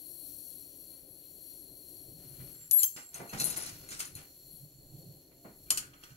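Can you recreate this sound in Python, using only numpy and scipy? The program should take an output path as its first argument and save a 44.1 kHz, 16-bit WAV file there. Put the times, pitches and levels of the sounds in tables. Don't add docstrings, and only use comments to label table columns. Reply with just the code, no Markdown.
import sys
import numpy as np
from scipy import signal
from scipy.fft import rfft, irfft, next_fast_len
from scipy.io import wavfile
from scipy.ndimage import uniform_filter1d

SR = 44100
rng = np.random.default_rng(int(sys.argv[2]) if len(sys.argv) > 2 else 0)


def generate_wav(sig):
    pcm = np.round(np.clip(np.atleast_2d(sig).T, -1, 1) * 32767).astype(np.int16)
    wavfile.write(sys.argv[1], SR, pcm)


N = 271700
T = np.arange(N) / SR

def from_db(db):
    return 10 ** (np.asarray(db) / 20)

def unit_rms(x):
    return x / np.sqrt(np.mean(x ** 2) + 1e-20)

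def automation(rows, outside=None):
    times, *columns = np.transpose(rows)
    return [np.interp(T, times, column, outside, outside) for column in columns]

def at_hz(points, hz, column=1):
    points = np.array(points)
    return np.interp(np.log(hz), np.log(points[:, 0]), points[:, column])

def eq(x, gain_at):
    size = next_fast_len(x.shape[-1])
    hz = np.maximum(np.arange(size // 2 + 1) * SR / size, 1)
    return irfft(rfft(x, size) * gain_at(hz), size)[..., :x.shape[-1]]

def drift(rate_hz):
    steps = rng.standard_normal(int(N / SR * rate_hz * 2) + 2)
    return unit_rms(np.interp(T * rate_hz * 2, np.arange(len(steps)), steps))

def bell(hz, centre_hz, width_hz):
    return 1 / (1 + (2 * (hz - centre_hz) / width_hz) ** 2)

def blend(alike):
    return np.sqrt(alike), np.sqrt(1 - alike)

def port_noise(size, alike=0.16):
    left, other = rng.standard_normal((2, size))
    shared, own = blend(alike)
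    return np.array([left, shared * left + own * other])

# (time [s], left hiss trim [dB], roar level [dB])
TORCH = [(0, 3, -61.5), (.3, 5, -61.5), (.7, -1, -62), (1.2, 0, -63), (2.5, 0, -59), (2.7, -2, -71.5),
         (3.1, -7.5, -69), (3.8, -8, -59), (4.35, -13, -65), (4.56, -4, -63), (4.75, -14, -65.5),
         (5.0, -11, -59), (5.3, -14, -64), (5.7, -11.5, -63), (6.16, -21, -67)]
# (frequency [Hz], gain [dB])
ROAR_EQ = [(15, -34), (25, -8), (145, -5.5), (193, -7.5), (215, -26), (248, -7), (286, -1.5), (432, -7.5),
           (475, -17.5), (514, -9), (622, -14.5), (1100, -34.5), (1430, -46), (2420, -120)]
# (frequency [Hz], left minus right [dB], likeness [0-1])
ROAR_IMAGE = [(60, 1.5, 0.84), (296, -1, 0.92), (450, 5, 0.37), (785, 13, 1), (1190, -8, 0.067)]
def flame_roar():
    common, other = rng.standard_normal((2, N))
    tone = lambda f: from_db(at_hz(ROAR_EQ, f))
    pan = lambda f: from_db(at_hz(ROAR_IMAGE, f) / 2)
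    mix = lambda f: blend(at_hz(ROAR_IMAGE, f, column=2))
    left = eq(common, lambda f: tone(f) * pan(f))
    right = eq(common, lambda f: tone(f) / pan(f) * mix(f)[0])
    right += eq(other, lambda f: tone(f) / pan(f) * mix(f)[1])
    _, roar_db = automation(TORCH)
    return unit_rms(np.array([left, right])) * from_db(roar_db + 0.89 * drift(12))

# (time [s], level [dB])
FLUTTER = [(1.9, -95), (2.1, -60), (2.37, -62.5), (2.41, -43.5), (2.48, -61), (2.7, -71), (3.1, -82),
           (3.55, -72), (3.74, -56.5), (4.07, -71.5), (4.16, -52), (4.25, -79), (4.56, -63), (4.72, -69),
           (4.96, -55), (5.14, -60), (5.25, -75), (5.89, -65.5), (6.05, -77), (6.13, -56.5), (6.16, -63)]
def flame_flutter(pan_right_db=3.5, lumps_db=3):
    flutter = eq(rng.standard_normal(N), lambda f: bell(f, centre_hz=138.7, width_hz=56))
    rumble = eq(rng.standard_normal(N), lambda f: bell(f, centre_hz=51.6, width_hz=86))
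    flutter_db, = automation(FLUTTER, outside=-100)
    swing_db = flutter_db + 60.5
    rumble_db = -70 + .6 * swing_db + lumps_db * drift(3.3)
    flutter_db += lumps_db * drift(11)
    mono = unit_rms(flutter) * from_db(flutter_db) + unit_rms(rumble) * from_db(rumble_db)
    return mono * from_db([[-pan_right_db / 2], [pan_right_db / 2]])

# (centre [Hz], width [Hz], left level [dB], right level [dB],
# share of the left hiss trim [0-1], stereo likeness [0-1])
HISS_BANDS = [(3300, 1500, -80, -82.5, 0.2, 0.8), (4238, 170, -66.5, -69.5, 0.37, 0.48),
              (4370, 100, -67, -71.5, 0.3, 0.35), (5820, 580, -73, -74, 1, 1),
              (7200, 700, -79.5, -67.5, 0.7, 0.6), (7240, 280, -88, -81.5, .3, 0.2),
              (8400, 250, -109, -106, 0.5, 0), (8350, 370, -66.5, -89, 0.67, 0),
              (9180, 230, -66.5, -92, 0.84, 0.02), (10770, 1000, -55.5, -105, 0.97, 0),
              (11330, 340, -52.5, -76.5, 0.6, 0.04), (11700, 320, -62, -73.5, 1, 0.3),
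              (12340, 610, -59, -73, 0.9, 0.4), (13000, 400, -82, -86, 1, .5),
              (14700, 450, -70.5, -69.5, 0.6, .52), (14800, 700, -59, -74, 0.9, 0),
              (15940, 150, -49, -55, 0.8, 0.3)]
def gas_hiss(air_db=-72.5, whistle_top_hz=5000):
    trim_db, roar_db = automation(TORCH)
    out = from_db(air_db) * rng.standard_normal((2, N))
    gust_db = 1.74 * drift(3.3)
    swell_db = 0.41 * (roar_db - roar_db.mean())
    size = next_fast_len(N)
    white = rfft(rng.standard_normal((2, 2, size)))
    bins_hz = np.arange(size // 2 + 1) * SR / size
    for k, (hz, width_hz, left_db, right_db, share, alike) in enumerate(HISS_BANDS):
        source = white[k % 2]
        left, other = irfft(source * bell(bins_hz, hz, width_hz), size)[:, :N]
        shared, own = blend(alike)
        band = unit_rms(np.array([left, shared * left + own * other]))
        flicker_db = gust_db + 1.14 * drift(8.7) + (hz < whistle_top_hz) * swell_db
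        level_db = np.array([left_db + share * trim_db + flicker_db, right_db + flicker_db])
        out += band * np.repeat(from_db(level_db[:, ::32]), 32, axis=1)[:, :N]
    return eq(out, lambda f: (f > 900) * (f < 15750))

def room(dry, t60_s=0.26, wet_db=-10.5, damping_hz=8800):
    t = np.arange(int(.5 * SR)) / SR
    tail = rng.standard_normal((2, len(t))) * from_db(-60 * t / t60_s) * (t > .003)
    tail = eq(tail, lambda f: 1 / np.sqrt(1 + (f / damping_hz) ** 2))
    tail = from_db(wet_db) * tail / np.sqrt(np.sum(tail ** 2, axis=1, keepdims=True))
    return dry + signal.fftconvolve(dry, tail, axes=1)[:, :N]

# (frequency [Hz], left minus right [dB])
PORT_BALANCE = [(200, -5), (700, -1.5), (3000, 1.5), (4300, -3), (5600, 1.5), (7000, -10.5), (7800, -4),
                (8500, 16), (11000, 18), (13000, 10.5), (14000, 23), (16000, -1)]
def microphone_ports(sound, lag_s=0.000302, mono_below_hz=405):
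    left, right = sound
    right = eq(right, lambda f: np.exp(-2j * np.pi * f * lag_s))
    right += eq(left - right, lambda f: 1 / (1 + (f / mono_below_hz) ** 2))
    pan = lambda f: from_db(np.array([[.5], [-.5]]) * at_hz(PORT_BALANCE, f))
    return eq(np.array([left, right]), lambda f: pan(f) / pan(f).mean(axis=0))

def bursts(cues, colour, pivot_hz, attack_s):
    out = np.zeros((2, N))
    for time_s, level_db, tilt, t60 in cues:
        start = int(time_s * SR)
        t = np.arange(min(int(t60 * SR), N - start)) / SR
        noise = port_noise(SR // 2)[:, :len(t)]
        noise = eq(noise, lambda f: from_db(at_hz(colour, f) + tilt * np.log2(f / pivot_hz + .01)))
        envelope = from_db(level_db - 60 * t / t60) * np.minimum(t / attack_s, 1)
        out[:, start:start + len(t)] += unit_rms(noise) * envelope
    return out

# (time [s], hold [s], level [dB], treble trim [dB])
SCRAPES = [(.92, 0.066, -80, -14), (2.2, .45, -73, -3), (2.404, 0, -63.5, -13), (3.147, 0.03, -56.5, -3),
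           (3.333, 0.02, -50.5, -8), (3.402, 0, -48, 6), (3.46, 0.22, -53.5, 0.5), (3.72, 0.18, -66.5, -2),
           (3.918, 0, -51, 0.5), (4.001, 0.0093, -50, -1.5), (4.174, 0.014, -56.5, -5.5),
           (5.79, 0.036, -58, -13), (5.934, 0.014, -65.5, -24), (6.036, 0, -61, -8),
           (6.07, 0.035, -67.5, -4.5)]
# (frequency [Hz], gain [dB])
SCRAPE_EQ = [(200, 10), (500, 0.5), (1500, 7), (3000, 4.5), (6000, 11), (10000, 4.5), (16000, -26)]
def scrapes(attack_db_per_s=702, release_db_per_s=180, crossover_hz=3500):
    grains = port_noise(N) * from_db(2.3 * drift(150))
    tone = lambda f: from_db(at_hz(SCRAPE_EQ, f))
    body = eq(grains, lambda f: tone(f) * (f < crossover_hz))
    treble = eq(grains, lambda f: tone(f) * (f >= crossover_hz))
    start, hold, level_db, treble_db = np.transpose(SCRAPES)[:, :, None]
    t = T[::32]
    attack_db = attack_db_per_s * (start - t).clip(0)
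    release_db = release_db_per_s * (t - start - hold).clip(0)
    strokes_db = level_db - attack_db - release_db
    envelope = lambda db: np.interp(T, t, np.linalg.norm(from_db(db), axis=0))
    return (envelope(strokes_db) * body + envelope(strokes_db + treble_db) * treble) / np.std(body)

# (time [s], level [dB], tilt [dB/octave], t60 [s], low thud level [dB])
BUMPS = [(.93, -69, -1, 0.26, -85), (2.40, -54, 7, 0.074, -62), (2.965, -47, 6.5, 0.21, -74),
         (3.155, -52.5, 3.5, 0.46, -76), (3.195, -39, -1, 0.3, -47), (3.325, -41, 1.5, 0.34, -36),
         (3.40, -41.5, -3.5, 0.45, -52), (3.455, -48.5, -1.5, 0.46, -54), (3.565, -44.5, 3, 0.31, -57),
         (3.915, -64, 19, 0.17, -70), (4.17, -73, -14, .24, -70), (5.31, -66.5, 6, .15, -85),
         (5.443, -47, -0.6, 0.28, -52), (5.705, -43, 4.5, 0.16, -52), (5.775, -50.5, -10.5, 0.16, -62)]
# (frequency [Hz], gain [dB])
BUMP_EQ = [(71, -29), (120, 3.5), (668, -1.5), (729, -3.5), (820, -2.5), (1500, -12.5), (2220, -12.5),
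           (3400, -31), (4000, -31), (5200, -55), (8800, -120)]
# (centre [Hz], width [Hz], boost [dB])
BENCH_MODES = [(220, 10, 4.5), (471, 21, 5), (685, 6.2, 11.5), (788, 12, 6), (1330, 37, 2.5),
               (1440, 110, 6), (2010, 230, 3.5), (2363, 53, 6.5), (2810, 55, 8), (3110, 29, 5.5)]
def handling(thud_t60_s=0.24):
    bumps = bursts([row[:4] for row in BUMPS], BUMP_EQ, pivot_hz=700, attack_s=0.0089)
    bench = lambda f: 1 + sum((from_db(db) - 1) * bell(f, hz, width) for hz, width, db in BENCH_MODES)
    knocks = eq(bumps + scrapes(), bench)
    thuds = [(time_s, thud_db, 0, thud_t60_s) for time_s, *_, thud_db in BUMPS]
    thud_eq = [(60, -17), (110, -4), (150, -6.5), (230, 2), (350, -44.5)]   # (frequency [Hz], gain [dB])
    return knocks + bursts(thuds, thud_eq, pivot_hz=150, attack_s=0.017)

def glass_ring(hits, modes, spread_db, detune, rough_db):
    hz, mode_db, t60 = np.transpose(modes)[:, :, None]
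    t = np.arange(SR // 5) / SR
    fades = np.minimum(t / 0.00013, 1) * np.minimum((t[-1] - t) / .03, 1)
    out = np.zeros(N + SR)
    for time_s, level_db, focus_hz, rolloff in hits:
        level_jitter, pitch_jitter = rng.standard_normal((2, len(modes), 1))
        steps = rng.standard_normal((len(modes), len(t) // 128 + 1))
        wobble = uniform_filter1d(np.repeat(steps, 128, axis=1)[:, :len(t)], size=128)
        onset_db = level_db + mode_db + spread_db * level_jitter - rolloff * np.abs(np.log2(hz / focus_hz))
        envelopes = from_db(onset_db - 60 * t / t60 + rough_db * wobble)
        partials = np.sin(2 * np.pi * hz * (1 + detune * pitch_jitter) * t)
        start = int(time_s * SR)
        out[start:start + len(t)] += (envelopes * partials).sum(axis=0) * fades
    return out[:N]

# (frequency [Hz], level [dB], t60 [s])
PILE_MODES = [(1437, -5.5, 0.051), (2096, -5.5, 0.037), (2605, -13, 0.18), (4162, -6, 0.18),
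              (6300, -7.5, 0.1), (6890, -6, 0.064), (7040, -26, 0.39), (7740, -13.5, 0.082),
              (8180, -8.5, 0.22), (8830, -8.5, 0.16), (9700, -15, 0.077), (9830, -12, 0.17),
              (10820, -4, 0.17), (11900, -9.5, 0.18), (12950, -12, 0.13), (14250, -17, 0.1),
              (15000, -10, .08)]
# (time [s], level [dB], focus [Hz], rolloff [dB/octave])
CLINKS = [(3.142, -36.5, 7100, 10), (3.275, -56, 4180, 1), (3.294, -37.5, 4370, 13),
          (3.3358, -48, 6720, 16), (3.3852, -37, 8300, 10), (3.3988, -31, 10700, 2.5),
          (3.4072, -29, 6900, 4), (3.442, -24.5, 11500, 10.5), (3.4494, -29.5, 10900, 18),
          (3.5003, -32.5, 11100, 4), (3.5656, -36.5, 8900, 5), (3.5733, -32, 11300, 29),
          (3.622, -37, 10700, 23), (3.662, -39.5, 10200, 7.5), (3.8887, -46, 9700, 0),
          (3.905, -37.5, 7200, 25), (3.93, -36, 1540, 18), (3.97, -53, 8640, 12), (4.003, -39, 7100, 1),
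          (4.003, -35, 2120, 22), (4.0531, -44, 9900, 4), (4.1519, -40, 10400, 6), (4.171, -47, 2650, 16),
          (4.18, -61, 1450, 21)]
def pile_rattle():
    return glass_ring(CLINKS, PILE_MODES, spread_db=2.5, detune=0.005, rough_db=4.0)

# (time [s], level [dB], tilt [dB/octave], t60 [s])
CLACKS = [(2.7108, -9, 11, 0.0095), (2.8313, -15.5, 11, 0.03), (2.9622, -35, -3.5, .01),
          (2.9625, -45.5, -1.5, 0.27), (3.992, -37, 6, 0.11), (4.002, -34.5, 0.5, 0.088),
          (5.7035, -19, 2.1, 0.062), (5.7725, -26.5, 1.5, 0.093), (5.9357, -64, -3, .06),
          (6.0355, -46.5, -2.5, 0.047)]
# (frequency [Hz], gain [dB])
CLACK_EQ = [(180, -43), (300, -2), (557, -26.5), (1500, -9), (2090, -16.5), (2880, -5), (3820, -17),
            (4230, -6.5), (6320, -6.5), (7100, -5), (7720, -5), (8390, -6), (9280, -6.5), (15600, -22.5),
            (16400, -33.5)]
def clacks(crack_db=-4, crack_tilt=2.0, crack_t60_s=0.0072):
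    cracks = [(time_s, level_db + crack_db, crack_tilt, crack_t60_s) for time_s, level_db, *_ in CLINKS]
    return bursts(CLACKS + cracks, CLACK_EQ, pivot_hz=6700, attack_s=0.0017)

# (frequency [Hz], level [dB], t60 [s])
LAID_MODES = [(800, -25, 0.2), (1264, -13.5, 0.52), (1530, -16, 0.94), (2340, -33, 0.47),
              (2800, -15, 0.023), (3240, -19, 0.052), (4220, -3, 0.023), (5670, -10, 0.089),
              (6970, -12.5, 0.19), (8540, -4, 0.074), (10100, -17, .08), (10800, -15, 0.14),
              (11330, -3.5, .08), (12900, -9.5, .08), (14350, -24, .05)]
# (time [s], level [dB], focus [Hz], rolloff [dB/octave])
LANDINGS = [(5.446, -42, 810, 30), (5.667, -35, 2170, 36), (5.7037, -20.5, 8000, 8),
            (5.773, -34.5, 6000, 7), (5.936, -41, 2720, 15), (6.0355, -37.5, 2880, 16.5),
            (6.11, -57, 2280, 9)]
def laid_rod():
    return glass_ring(LANDINGS, LAID_MODES, spread_db=0.5, detune=0.0035, rough_db=7.5)

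# (frequency [Hz], level [dB], t60 [s])
LIFTED_MODES = [(3110, -27, 0.075), (6230, -16, 0.086), (7370, -26, 0.13), (9006, -18, 0.097),
                (11480, -5, 0.21), (12180, -10, 0.099), (12640, 6.5, 0.16), (15100, -24, .2),
                (15500, -16, .12), (15700, -8, .14)]
# (time [s], level [dB], focus [Hz], rolloff [dB/octave])
KNOCKS = [(2.831, -28.5, 11100, 1), (2.837, -35, 9000, .6)]
def lifted_rod():
    return glass_ring(KNOCKS, LIFTED_MODES, spread_db=-0.5, detune=0.00086, rough_db=5.0)

# (time [s], level [dB])
GRIT = [(2.712, -70), (2.716, -30), (2.74, -48), (2.775, -49), (2.79, -40), (2.815, -40), (2.829, -29.5),
        (2.846, -40), (2.86, -54), (2.90, -69)]
# (frequency [Hz], gain [dB])
GRIT_EQ = [(1500, -23.5), (3000, -17.5), (6000, -13), (9000, -3), (12000, 3), (13500, -18), (15500, -42)]
def grit():
    grains = rng.standard_normal(N) * from_db(2.0 * drift(250))
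    grains = eq(grains, lambda f: from_db(at_hz(GRIT_EQ, f)))
    level_db, = automation(GRIT, outside=-120)
    return unit_rms(grains) * from_db(level_db)

# (start [s], end [s], start pitch [Hz], end pitch [Hz], level [dB])
CHIRPS = [(2.53, 2.71, 7500, 7350, -55.5), (2.72, 2.737, 7340, 7200, -37),
          (2.779, 2.827, 7281, 7281, -31.5), (2.782, 2.816, 4160, 4220, -44),
          (2.783, 2.815, 15701, 15500, -39), (2.802, 2.822, 10900, 10900, -32),
          (2.832, 2.85, 7000, 6240, -31.5), (2.833, 2.852, 15691, 15500, -19),
          (2.834, 2.85, 3210, 3216, -43), (2.847, 2.887, 7371, 7390, -39), (2.85, 2.91, 15400, 15600, -49),
          (2.87, 3.14, 7310, 7460, -52.5), (2.85, 3.14, 11480, 11100, -60), (3.915, 4.0, 8320, 8200, -55),
          (4.17, 4.28, 775, 780, -65)]
def chirps():
    out = np.zeros(N)
    roughness = from_db(3.6 * drift(200))
    for k, (start, end, first_hz, last_hz, level_db) in enumerate(CHIRPS):
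        span = slice(int(start * SR), int(end * SR))
        progress = np.clip((T[span] - start) / (end - start), 0, 1)
        hz = last_hz + (first_hz - last_hz) * (1 - progress) ** 2
        swell = np.sqrt(np.sin(np.pi * progress).clip(0)) * from_db(level_db)
        out[span] += swell * np.roll(roughness, 9000 * k)[span] * np.sin(2 * np.pi * np.cumsum(hz) / SR)
    return out

# (time [s], pitch [Hz], level [dB])
SQUEAL = [(2.711, 11400, -36), (2.715, 11200, -25), (2.725, 11500, -23), (2.74, 11550, -19.5),
          (2.765, 11580, -20), (2.792, 11555, -18), (2.80, 11400, -28.5), (2.826, 11570, -25),
          (2.832, 11300, -62)]
def squeal(beat_hz=33.5, twin_db=-8, rough_db=1.2):
    hz, level_db = automation(SQUEAL)
    start, end = SQUEAL[0][0], SQUEAL[-1][0]
    phase = 2 * np.pi * np.cumsum(hz) / SR
    twin = from_db(twin_db) * np.sin(phase + 2 * np.pi * beat_hz * (T - start))
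    envelope = from_db(level_db + rough_db * drift(300)) * (T > start) * (T < end)
    return (np.sin(phase) + twin) * envelope

def scene():
    glass = squeal() + chirps() + grit() + lifted_rod() + laid_rod() + pile_rattle()
    bench = microphone_ports(room(glass + handling() + clacks()))
    return bench + gas_hiss() + flame_roar() + flame_flutter()

def record(dry):
    return signal.sosfilt(signal.cheby2(20, 70, 17150, fs=SR, output="sos"), dry)

dry = scene()
out = record(dry)
generate_wav(out)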